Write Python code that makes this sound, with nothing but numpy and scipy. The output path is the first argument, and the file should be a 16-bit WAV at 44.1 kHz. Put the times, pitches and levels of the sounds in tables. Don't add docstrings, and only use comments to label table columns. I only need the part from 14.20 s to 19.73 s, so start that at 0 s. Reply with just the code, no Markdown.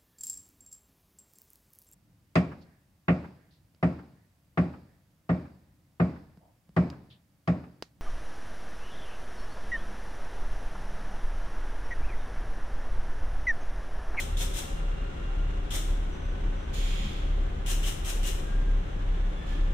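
import sys
import numpy as np
from scipy import signal
from scipy.fft import rfft, irfft
from scipy.io import wavfile

SR = 44100
rng = np.random.default_rng(int(sys.argv[2]) if len(sys.argv) > 2 else 0)


def store_pcm(level_fs):
    pcm = np.round(np.clip(level_fs, -1, 1) * 32767).astype(np.int16)
    wavfile.write(sys.argv[1], SR, np.atleast_2d(pcm).T)


N = 243873
T = np.arange(N) / SR
FREQS = np.maximum(np.fft.rfftfreq(N, 1 / SR), 1)


def undb(db):
    return 10 ** (np.asarray(db) / 20)


def unit(x):
    return x / np.sqrt(np.mean(x ** 2))


def curves(rows):
    times, *columns = np.transpose(rows)
    return [np.interp(T, times, column) for column in columns]


def across(points):
    hz, value = np.transpose(points)
    return np.interp(np.log(FREQS), np.log(hz), value)


def colour(x, points):
    return unit(irfft(rfft(x) * undb(across(points)), N))


def resonate(x, hz, width_hz):
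    b, a = signal.iirpeak(hz, hz / width_hz, fs=SR)
    return unit(signal.lfilter(b, a, signal.lfilter(b, a, x)))


def lift(at_hz, resonances):
    return sum(db / (1 + (2 * (at_hz - hz) / width) ** 2) for hz, width, db in resonances)


def pan(db):
    return undb(np.array([[db], [-db]]) / 2)


def walk(rate_hz):
    return unit(irfft(rfft(rng.standard_normal(N)) / (1 + (FREQS / rate_hz) ** 4), N))


def envelope(start, attack_s, hold_s, release_s):
    age = T - start
    return np.clip(age / attack_s, 0, 1) * np.exp(-np.maximum(age - hold_s, 0) / release_s)


def diffuse():
    # (frequency [Hz], correlation [-1 to 1])
    likeness = [(30, 1), (70, 0.97), (160, 0.93), (260, 0.54), (380, 0.18), (600, -0.27), (1100, -0.21),
                (2200, 0.064), (8000, -0.088)]
    # (frequency [Hz], left minus right [dB])
    lean = [(30, 1.9), (110, 2), (200, 1), (380, 5), (700, -0.5), (1300, -.5), (2400, 2), (8000, -0.5),
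            (15000, -1)]
    mid, side = rfft(rng.standard_normal((2, N)))
    correlation = np.clip(across(likeness), -1, 1)
    sides = np.array([[1], [-1]])
    spectrum = mid * np.sqrt(1 + correlation) + sides * side * np.sqrt(1 - correlation)
    return irfft(spectrum * undb(sides * across(lean) / 2), N)


def firings(count, lumpy_db, scatter_db):
    at = np.flatnonzero(np.diff(np.floor(count)) > 0)
    cylinders = np.array([1, -1, 0, 1, 0, -1])
    cylinder_db = lumpy_db * cylinders[np.arange(len(at)) % len(cylinders)]
    pulses = np.zeros(N)
    pulses[at] = undb(cylinder_db + scatter_db * rng.standard_normal(N)[:len(at)])
    return pulses


def exhaust_boom(slow, fast, effort_db, boom_db=-29, overtone_db=-20):
    lurch_db = 1.9 * np.cos(2 * np.pi * fast / 6)
    beating = unit(0.88 * np.cos(2 * np.pi * slow) + np.cos(2 * np.pi * fast))
    boom = beating * undb(boom_db + effort_db + lurch_db + walk(10.4))
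    overtone = unit(np.cos(4 * np.pi * fast)) * undb(boom_db + overtone_db + effort_db + 1.5 * walk(5))
    return boom + overtone


def exhaust_pulses(slow, fast, ring_s=0.023):
    # (frequency [Hz], relative level [dB])
    silencer = [(10, -14), (22, -14), (33, -40), (46, -12), (70, 1.5), (92, 14), (115, -27), (140, -4),
                (200, -14), (380, -24), (700, -36), (2000, -59)]
    pulses = firings(fast, lumpy_db=2.5, scatter_db=0) + .5 * firings(slow, lumpy_db=4, scatter_db=3)
    ringing = rng.standard_normal(SR) * np.exp(-T[:SR] / ring_s)
    return colour(signal.fftconvolve(pulses, ringing)[:N], silencer) * undb(-48.5)


def rumble(effort_db, effort_share=.3):
    # (frequency [Hz], relative level [dB])
    spectrum = [(8, -40), (12, -5.5), (28, 3.5), (42, -3), (76, -5), (90, -12), (115, -14), (165, -15.5),
                (230, -18.5), (320, -23.5), (450, -30.5), (1000, -69)]
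    return colour(diffuse(), spectrum) * undb(-35 + effort_share * effort_db + 0.36 * walk(4.8))


def clatter(slow, fast):
    # (frequency [Hz], relative level [dB])
    spectrum = [(100, -14), (250, -4), (380, 3), (460, -3), (550, -0.5), (680, -4), (1100, -4),
                (1500, -5.5), (2400, -12), (3400, -12.5), (4500, -23), (6200, -27), (9000, -31),
                (10500, -39.5), (15500, -59)]
    knock = 1 + 0.078 * np.exp(-(fast % 1) / 0.37) + 0.18 * np.exp(-(slow % 1) / 0.21)
    return colour(diffuse() * knock * undb(.5 * walk(29)), spectrum) * undb(-45.5)


def panels(x):
    # (frequency [Hz], bandwidth [Hz], gain [dB])
    modes = [(67.6, 24, -0.5), (122.5, 5.3, -1.5), (140.2, 17, 4.5), (179.6, 6.2, 2.5), (302, 21.5, 3.5),
             (392, 39, 2), (476, 12, 5), (544, 48, 5.5), (718, 19, 5.5), (786, 53, 4), (940, 26, -3),
             (2780, 78, 3), (3350, 52, 1.5), (6130, 380, 4.5), (7270, 290, 4)]
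    return irfft(rfft(x) * undb(lift(FREQS, modes)), N)


def engines(firing_hz=32.15, beat_hz=2.114, hunt_firings=.12, hunt_period_s=3.89, most_lag_s=2.394):
    # (time [s], relative level [dB])
    effort = [(0, -2), (.8, -3), (1.75, 1.3), (2.4, -1), (3.15, 1.2), (4.0, -1), (4.5, 3), (5.1, 0.5),
              (5.53, 3)]
    effort_db, = curves(effort)
    slow = firing_hz * T + 0.026 * walk(5.4)
    hunt = hunt_firings * np.cos(2 * np.pi * (T - most_lag_s) / hunt_period_s)
    fast = slow + beat_hz * (T - 0.041) - hunt + .5
    boom = exhaust_boom(slow, fast, effort_db) * pan(.4)
    exhaust = exhaust_pulses(slow, fast) * pan(1.1)
    return boom + panels(exhaust + rumble(effort_db) + clatter(slow, fast))


def whine(tone_db=-69, octave_db=-74.5, smear_hz=26, steady=0.99):
    # (time [s], frequency [Hz])
    glide = [(0, 1342), (.45, 1393), (1.35, 1408), (1.9, 1495), (2.35, 1520), (4.4, 1629), (5.3, 1747)]
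    # (frequency [Hz], bandwidth [Hz], gain [dB])
    housing = [(1343, 40, 8), (1403, 30, 10), (1508, 36, 9), (1748, 50, 13), (2800, 70, 14), (3470, 120, 7)]
    hz, = curves(glide)
    phase = 2 * np.pi * np.cumsum(hz * (1 + 0.00612 * walk(61))) / SR
    out = 0
    for k, db in enumerate([tone_db, octave_db], 1):
        scatter = np.array([walk(k * smear_hz) + 1j * walk(k * smear_hz) for ear in range(2)])
        partial = unit(np.real((steady + scatter) * np.exp(1j * k * phase)))
        out = out + partial * undb(db + lift(k * hz, housing))
    return out


def puffs(crack=0.4, rise_s=.047, hold_s=0.011, close_s=0.033, pipe_width_hz=750, spit=0.6, spit_s=0.005):
    # (time [s], jet level [dB], pipe resonance [Hz], pipe level [dB])
    openings = [(-.06, -35, 3280, -43), (.168, -35.5, 3450, -44), (.335, -36.5, 3320, -48),
                (1.504, -35, 3320, -44), (3.459, -34.5, 2950, -43), (3.628, -36.5, 2990, -43),
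                (3.844, -36, 2990, -46.5), (4.028, -36.5, 3000, -46)]
    # (frequency [Hz], relative level [dB])
    spectrum = [(500, -3), (1300, -2.5), (2300, 0), (3950, 1), (4600, -5.5), (5300, -0.5), (6200, 1),
                (8200, 0), (9600, -1), (10450, -7), (12200, -5), (14100, -9.5), (14600, -9), (15500, -13)]
    jet = colour(rng.standard_normal((2, N)), spectrum) * undb(.5 * walk(90))
    air = rng.standard_normal((2, N)) * undb(1.5 * walk(70))
    out = 0
    for start, jet_db, pipe_hz, pipe_db in openings:
        age = np.maximum(T - start, 0)
        gate = envelope(start, 0.0036, rise_s + hold_s, close_s)
        aperture = crack + (1 - crack) * np.clip(age / rise_s, 0, 1) ** 1.9
        pipe = resonate(air, pipe_hz, pipe_width_hz) * undb(pipe_db) * (1 + spit * np.exp(-age / spit_s))
        puff = gate * (jet * aperture * undb(jet_db) + pipe) * pan(3)
        out = out + platform(puff, wet_db=-6.5)
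    return out


def platform(x, wet_db, t60_mid_s=0.86, t60_top_s=0.56, build_s=0.0049):
    t = T[:SR]
    edges_hz = np.geomspace(400, 16000, num=9)
    tail = 0
    for lo, hi in zip(edges_hz, edges_hz[1:]):
        bandpass = signal.butter(2, [lo, hi], "band", fs=SR, output="sos")
        band = signal.sosfilt(bandpass, rng.standard_normal((2, SR)))
        t60 = np.interp(np.sqrt(lo * hi), [3000, 13000], [t60_mid_s, t60_top_s])
        tail = tail + band * np.exp(-np.log(1000) * t / t60)
    tail = unit(tail * (1 - np.exp(-t / build_s))) / np.sqrt(SR)
    return x + undb(wet_db) * signal.fftconvolve(x, tail, axes=1)[:, :N]


def squeaks(swell_s=0.016, fade_s=0.04, waver_db=1.2):
    # (time [s], duration before fading [s], frequency [Hz], level [dB])
    rubs = [(1.912, .023, 5980, -59), (1.99, .13, 6000, -66.5), (2.202, .09, 6100, -72),
            (2.34, .11, 5950, -67), (4.252, .27, 1607, -51.8), (4.426, .18, 6250, -74),
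            (5.15, .08, 3440, -55)]
    flutter = .012 * walk(164)
    out = 0
    for start, length_s, hz, db in rubs:
        pitch = hz * (1 + flutter * np.sqrt(hz / 6000))
        tone = np.sin(2 * np.pi * np.cumsum(pitch) / SR)
        out = out + tone * envelope(start, swell_s, length_s, fade_s) * undb(db)
    return platform(out * undb(waver_db * walk(25)) * pan(0), wet_db=-16)


def vent(pipe_hz=3250, pipe_width_hz=480, pipe_db=-8, full_db=5.5, spent_db=-8, pressure_fall_s=.22):
    # (time [s], opening [s], hold [s], closing [s], level [dB], treble offset [dB])
    releases = [(2.527, 0.015, 0.31, 0.14, -46.5, 0), (5.245, .04, 0.08, .045, -52, -7.5)]
    # (frequency [Hz], relative level [dB])
    spectrum = [(900, -38), (1800, -9), (2300, -0.5), (2700, -3.5), (3300, 0), (4400, -6.5), (5000, -7.5),
                (5500, -12), (7200, -6.5), (7850, -18), (8500, -13.5), (9600, -16), (11000, -23.5),
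                (12000, -20), (15500, -24)]
    jet = colour(rng.standard_normal((2, N)), spectrum)
    pipe = resonate(rng.standard_normal((2, N)), pipe_hz, pipe_width_hz) * undb(pipe_db)
    low = signal.sosfiltfilt(signal.butter(2, 5000, fs=SR, output="sos"), jet)
    hiss = 0
    for start, open_s, hold_s, close_s, db, offset_db in releases:
        pressure = np.exp(-np.maximum(T - start, 0) / pressure_fall_s)
        treble_db = offset_db + spent_db + (full_db - spent_db) * pressure
        air = pipe + low + (jet - low) * undb(treble_db)
        hiss = hiss + air * envelope(start, open_s, hold_s, close_s) * undb(db)
    return platform(hiss * undb(.5 * walk(40)) * pan(-1.54), wet_db=-1)


def thuds(width_share=0.18):
    # (peak time [s], time to fall to 1/e [s], frequency [Hz], level [dB])
    bumps = [(2.85, 0.048, 121, -42), (2.851, 0.056, 202, -45), (4.075, 0.098, 378, -49),
             (5.167, 0.032, 167, -44), (5.378, 0.064, 288, -47)]
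    shake = rng.standard_normal(N)
    out = 0
    for peak_s, fall_s, hz, db in bumps:
        swell = np.exp(-((T - peak_s) / fall_s) ** 2)
        out = out + resonate(shake, hz, hz * width_share) * swell * undb(db)
    return out * pan(3.1)


def scene():
    return engines() + thuds() + whine() + puffs() + vent() + squeaks()


def record(dry, notch_hz=4640, notch_width_hz=330, notch_db=-5, top_hz=15550):
    ground_notch = undb(lift(FREQS, [(notch_hz, notch_width_hz, notch_db)]))
    lowpass = signal.ellip(10, .2, 80, top_hz, fs=SR, output="sos")
    return signal.sosfilt(lowpass, irfft(rfft(dry) * ground_notch, N))


dry = scene()
out = record(dry)
store_pcm(out)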